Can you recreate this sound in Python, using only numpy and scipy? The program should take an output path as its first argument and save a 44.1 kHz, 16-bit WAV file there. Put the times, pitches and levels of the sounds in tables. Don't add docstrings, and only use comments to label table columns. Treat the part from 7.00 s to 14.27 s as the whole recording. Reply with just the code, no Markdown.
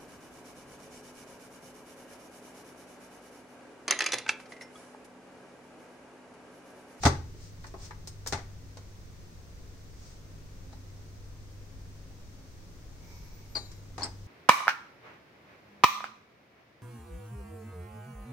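import sys
import numpy as np
from scipy import signal
from scipy.fft import rfft, irfft, next_fast_len
from scipy.io import wavfile
from scipy.ndimage import map_coordinates

SR = 44100
rng = np.random.default_rng(int(sys.argv[2]) if len(sys.argv) > 2 else 0)


def materialize(psi):
    bounded = np.clip(np.atleast_2d(psi).T, -1, 1)
    quanta = np.round(bounded * 32767).astype(np.int16)
    wavfile.write(sys.argv[1], SR, quanta)


N = 320607
SCENE_T = np.arange(N) / SR
HIT_T = np.arange(int(0.7 * SR)) / SR


def amp(db):
    return 10 ** (np.asarray(db) / 20)


def unit(x):
    return x / np.sqrt(np.mean(x ** 2) + 1e-20)


def along(points, hz):
    knots_hz, values = np.transpose(points)
    return np.interp(np.log(hz + 1), np.log(knots_hz), values)


def fade(t, t60):
    return np.exp(-np.log(1000) * t / t60)


def filtered(x, response):
    n = x.shape[-1]
    padded = next_fast_len(n + 4096)
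    return irfft(rfft(x, padded) * response(np.fft.rfftfreq(padded, 1 / SR)), padded)[..., :n]


def wobble(rate_hz):
    knots = rng.standard_normal(int(N * rate_hz / SR) + 4)
    return map_coordinates(knots, [SCENE_T * rate_hz])


def add(track, start_s, sound):
    part = track[:, max(round(start_s * SR), 0):][:, :sound.shape[-1]]
    part += sound[..., :part.shape[1]]


def spread(likeness, hz):
    return np.arccos(np.clip(along(likeness, hz), -1, 1)) / 2


# frequency in Hz, left-right likeness from 0 to 1.
NEAR_LIKENESS = [(100, 0.96), (290, 0.95), (640, 0.9), (1400, 0.13), (3000, 0.046)]

def noise(n, spectrum=None, likeness=NEAR_LIKENESS):
    def response(hz):
        angle = spread(likeness, hz)
        gain = amp(along(spectrum, hz)) if spectrum else 1
        return np.array([np.cos(angle), np.sin(angle)]) * gain
    mid, side = filtered(rng.standard_normal((2, n)), response)
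    return unit(np.array([mid + side, mid - side]))


# frequency in Hz, relative density in dB.
AIR_SPECTRUM = [(20, -1.5), (45, -0.5), (80, -4), (125, -15), (170, -10), (225, -18.5), (330, -18),
                (520, -21.5), (700, -27), (2100, -31.5), (3100, -35.5), (4500, -33.5), (6200, -31.5),
                (7300, -38), (9000, -41), (10000, -47.5), (15500, -43)]
# frequency in Hz, left-right likeness from 0 to 1.
AIR_LIKENESS = [(30, 0.7), (100, 0.92), (290, 0.73), (640, 0.38), (1400, 0)]
# time in seconds, level in dB.
HUM_LEVELS = [(0, -49), (1.5, -51), (2.4, -53), (4.5, -54.5), (7.2, -46.5)]
# frequency in Hz, level in dB, width in Hz.
FAN_TONES = [(148, -63.5, 8), (264.4, -67.5, 7)]

def ventilation(air_db=-48, drift_db=-0.23, hum_hz=100, flutter_db=4.1):
    def tone(hz, width_hz):
        swell = amp(flutter_db * wobble(width_hz))
        return unit(swell * np.sin(2 * np.pi * hz * SCENE_T + wobble(2 * width_hz)))
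    hum = amp(np.interp(SCENE_T, *np.transpose(HUM_LEVELS))) * tone(hum_hz, width_hz=1.5)
    fan = sum(amp(db) * tone(hz, width_hz) for hz, db, width_hz in FAN_TONES)
    air = amp(air_db + drift_db * wobble(2.15)) * noise(N, AIR_SPECTRUM, AIR_LIKENESS)
    return hum + fan + air


# middle in seconds, half length in seconds, level in dB.
SLEEVE_STROKES = [(0.04, 0.021, -41), (0.445, 0.057, -57), (0.657, 0.059, -63.5), (.845, 0.047, -50),
                  (3.07, 0.099, -59)]
# frequency in Hz, relative density in dB.
CLOTH_SPECTRUM = [(800, -10.5), (3000, -13.5), (5500, -3), (6800, -7), (8800, -18.5), (10200, -44),
                  (16000, -23)]

def sleeve(grain_db=0.69):
    strokes = sum(amp(db) * np.exp(-((SCENE_T - middle_s) / half_s) ** 2)
                  for middle_s, half_s, db in SLEEVE_STROKES)
    return strokes * amp(grain_db * wobble(86)) * noise(N, CLOTH_SPECTRUM)


def ring(modes, scatter_db):
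    hz, db, t60 = np.transpose(modes)[:, :, None]
    strength, phase, skew = rng.standard_normal((3, len(modes), 1))
    gain = amp(db + scatter_db * strength)
    lead = skew * spread(NEAR_LIKENESS, hz)
    waves = np.sin(2 * np.pi * hz * HIT_T + np.pi * phase + np.array([lead, -lead]))
    return np.sum(gain * fade(HIT_T, t60) * waves, axis=1) / np.sqrt(np.sum(gain ** 2) / 2)


# frequency in Hz, t60 in seconds.
ROOM_DECAY = [(100, 0.79), (400, 0.33), (1500, 0.35), (6000, 0.31), (14000, 0.23)]

def niche(sound, walls_db, walls_t60, room_db, delay_s=0.002):
    n = len(HIT_T)
    hz, t, bands = signal.stft(noise(n), SR, nperseg=256)
    bands = bands * fade(t, along(ROOM_DECAY, hz)[:, None])
    room = signal.istft(bands, SR, nperseg=256)[1][:, :n]
    walls = noise(n) * fade(HIT_T, walls_t60)
    echoes = (amp(walls_db) * unit(walls) + amp(room_db) * unit(room)) * (HIT_T > delay_s) / np.sqrt(n)
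    return sound + signal.fftconvolve(np.atleast_2d(sound), echoes, axes=1)[:, :n]


# frequency in Hz, level in dB, t60 in seconds.
HOUSING_MODES = [(342.5, -11, 0.17), (398, 0, 0.12), (578.4, -5.5, 0.063), (692, -5.5, 0.1),
                 (815.7, 1.5, 0.12), (875, 2.5, 0.073), (1163, -12, 0.16), (1224, -11, 0.082),
                 (1341, -1, 0.052), (1504, -2, 0.069), (1680, -10.5, 0.073), (1884, -15.5, 0.21),
                 (1992, -18, 0.19)]
# frequency in Hz, relative density in dB.
CLATTER_SPECTRUM = [(60, -33), (160, -6.5), (350, 8.5), (520, -9), (850, 1), (1450, -7), (2100, -4.5),
                    (2900, -19.5), (6000, -13), (12000, -64)]
# frequency in Hz, relative density in dB.
CLICK_SPECTRUM = [(500, 2.5), (2000, -3), (2900, -7.5), (4200, 0), (6000, 2.5), (7300, -4.5), (8800, -12),
                  (10200, -28), (11500, -27), (13500, -21), (16000, -29)]

def contact(knock_db, centre_hz, click_db, focus_db, clatter_db=-1, clatter_t60=0.067, click_t60=0.059):
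    ring_db = 4 + 0.4 * knock_db
    housing = amp(ring_db) * ring(HOUSING_MODES, scatter_db=2.5)
    clatter = amp(clatter_db) * noise(len(HIT_T), CLATTER_SPECTRUM) * fade(HIT_T, clatter_t60)
    body = housing + clatter
    struck = filtered(body, lambda hz: amp(-focus_db * np.log2(np.clip(hz, 150, 5000) / centre_hz) ** 2))
    knock = amp(knock_db) * unit(struck) * np.std(body) * (1 - fade(HIT_T, 0.0098))
    tilt_db_per_octave = -2 + 0.3253 * (click_db - knock_db)
    edge = noise(len(HIT_T), CLICK_SPECTRUM)
    edge = filtered(edge, lambda hz: amp(tilt_db_per_octave * np.log2(np.maximum(hz, 2000) / 6500)))
    click = amp(click_db) * edge * fade(HIT_T, click_t60) * (1 - fade(HIT_T, 0.0012))
    return niche(knock + click, walls_db=-4.5, walls_t60=0.085, room_db=-8)


# start in seconds, knock in dB, knock centre in Hz, click in dB.
LIGHT_TAPS = [(.034, -24.5, 920, -30), (.0696, -31, 900, -24), (0.342, -45.5, 350, -75),
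              (.641, -39.5, 1450, -56), (0.667, -57, 1200, -47), (.739, -36, 650, -65),
              (.908, -38.5, 1420, -55), (1.073, -56, 1100, -35.5), (1.262, -39, 1150, -39.5),
              (1.272, -50, 1400, -26.5), (1.771, -47.5, 910, -46.5), (3.727, -48, 760, -56),
              (6.716, -57, 1800, -49), (6.98, -35.5, 850, -40.5), (7.032, -40.5, 750, -34.5)]

def taps():
    track = np.zeros((2, N))
    for start_s, knock_db, centre_hz, click_db in LIGHT_TAPS:
        add(track, start_s, contact(knock_db, centre_hz, click_db, focus_db=8.5))
    return track


# start in seconds, knock in dB, knock centre in Hz,
# click in dB, counter thump in dB, rattle decay in dB per second.
LEVER_CLUNKS = [(.0527, -19, 750, -21.5, -9.5, 480), (1.324, -31, 1500, -29.5, -26, 70)]

def lever(seat_s=0.007, rattles=4, gap_s=0.013):
    track = np.zeros((2, N))
    for start_s, knock_db, centre_hz, click_db, _, decay_db_per_s in LEVER_CLUNKS:
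        stop = contact(knock_db, centre_hz, click_db, focus_db=1)
        seat = contact(knock_db + 3.5, centre_hz, click_db - 3, focus_db=1)
        add(track, start_s, stop)
        add(track, start_s + seat_s, seat)
        for delay_s in seat_s + gap_s * (1 + np.arange(rattles) + 0.2 * rng.standard_normal(rattles)):
            lost_db = decay_db_per_s * delay_s
            rattle = contact(knock_db - 6 - lost_db, centre_hz, click_db - 21 - lost_db, focus_db=1)
            add(track, start_s + delay_s, rattle)
    return track


# frequency in Hz, level in dB, t60 in seconds.
COUNTER_MODES = [(85, -2, .16), (126.3, -1, .095), (251, -8, 0.08)]

def counter(attack_s=0.025):
    track = np.zeros((2, N))
    modes = sum(amp(db) * np.sin(2 * np.pi * hz * HIT_T) * fade(HIT_T, t60)
                for hz, db, t60 in COUNTER_MODES)
    bounce = modes * (1 - fade(HIT_T, attack_s))
    for start_s, _, _, _, thump_db, _ in LEVER_CLUNKS:
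        add(track, start_s, niche(amp(thump_db) * bounce, walls_db=-27, walls_t60=0.065, room_db=-12.5))
    return track


# start in seconds, length in seconds, squeak in Hz, squeak in dB, ring in dB,
# left minus right in dB.
CUP_SLIPS = [(3.73, .005, 3960, -57, -70, 0), (6.551, 0.013, 4727, -28.5, -35.5, 6.5),
             (6.559, 0.015, 4323, -32.5, -46.5, 12), (7.019, 0.0068, 4390, -34, -70, 12),
             (7.032, 0.0033, 4960, -20.5, -55, 1), (7.038, 0.0021, 8060, -34, -65, -20)]
# frequency in Hz, level in dB, t60 in seconds.
CHINA_MODES = [(2296, -8, 0.23), (3924, -8, 0.5), (4075, -6, 0.18), (4312, 1.5, .09), (4746, 5, 0.13),
               (4820, -19, 0.11), (5700, -22, 0.42), (6400, -17, 0.43), (6812, -26, .28),
               (7149, -19.5, 0.86), (8240, -27, .14), (8730, -12, 0.2), (14300, -22, .15)]

def cup_slips(attack_s=0.0067):
    track = np.zeros((2, N))
    for start_s, length_s, hz, squeak_db, ring_db, pan_db in CUP_SLIPS:
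        swell = np.sin(np.pi * np.minimum(HIT_T / length_s, 1))
        squeak = amp(squeak_db) * swell * np.sin(2 * np.pi * hz * HIT_T)
        china = amp(ring_db) * ring(CHINA_MODES, scatter_db=1) * (1 - fade(HIT_T, attack_s))
        slip = niche(squeak + china, walls_db=1, walls_t60=0.078, room_db=-10.5)
        add(track, start_s, slip * amp([[pan_db / 2], [-pan_db / 2]]))
    return track


# time in seconds, ridge rate in Hz.
SLIDE_SPEEDS = [(5.92, 2360), (6.0, 2560), (6.06, 3000), (6.12, 3700), (6.2, 3380), (6.35, 2950),
                (6.4, 3020), (6.47, 2750), (6.62, 2460), (6.73, 2760), (6.85, 2400)]
# multiple of the ridge rate, level in dB.
WHISTLE_PARTIALS = [(4, -1), (5, 1.5)]
# centre in Hz, width in Hz, level in dB.
TRAY_RESONANCES = [(920, 130, 2.5), (2260, 220, 2.5), (5540, 2100, -3.5)]

def cup_slide(middle_hz=2900, fade_s=0.1, flutter_db=4.2):
    def tray(hz):
        return sum(amp(db) / (1 + ((hz - centre_hz) * 2 / width_hz) ** 2)
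                   for centre_hz, width_hz, db in TRAY_RESONANCES)
    times_s, rates_hz = np.transpose(SLIDE_SPEEDS)
    ridge_hz = np.interp(SCENE_T, times_s, rates_hz)
    phase = 2 * np.pi * np.cumsum(ridge_hz) / SR
    whistle = sum(amp(db + flutter_db * wobble(23)) * np.sin(multiple * phase + 0.8 * wobble(300))
                  for multiple, db in WHISTLE_PARTIALS)
    whistle = filtered(whistle, lambda hz: amp(20 * np.log2(np.clip(hz, 5000, 14000) / 14000)))
    rub = unit(filtered(noise(N), tray))
    doublings = np.log2(ridge_hz / middle_hz)
    whistle_db, rub_db = -75 + 12 * doublings, -64.5 + 19 * doublings
    touch = np.clip(np.minimum(SCENE_T - times_s[0], times_s[-1] - SCENE_T) / fade_s, 0, 1)
    return touch * (amp(whistle_db) * ports(whistle) + amp(rub_db) * rub)


# start in seconds, length in seconds, knock in dB, click in dB.
GRID_SCRAPES = [(6.554, .02, -37, -42), (6.995, .07, -38.5, -45.5)]

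def cup_judder(max_catches=8, gap_s=0.0135, grid_hz=800):
    track = np.zeros((2, N))
    for start_s, length_s, knock_db, click_db in GRID_SCRAPES:
        gaps_s = gap_s * np.exp(0.12 * rng.standard_normal(max_catches))
        delays_s = np.cumsum(gaps_s) - gaps_s
        for delay_s in delays_s[delays_s < length_s]:
            add(track, start_s + delay_s, contact(knock_db, grid_hz, click_db, focus_db=3.5))
    return track


# frequency in Hz, left minus right in dB.
PORT_BALANCE = [(100, -2), (400, 2.5), (2000, 3.5), (3400, 1.5), (5600, 2.5), (6900, 6), (8200, -18),
                (9300, -21), (11000, -10), (15000, -12)]

def ports(sound):
    return filtered(sound, lambda hz: amp(along(PORT_BALANCE, hz) * np.array([[0.5], [-0.5]])))


def scene():
    background = ventilation() * amp([[0.4], [-0.4]])
    near = counter() + cup_slips() + cup_slide() + ports(sleeve() + taps() + lever() + cup_judder())
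    return background + near


def record(dry, top_hz=15800):
    return filtered(dry, lambda hz: hz < top_hz)


dry = scene()
out = record(dry)
materialize(out)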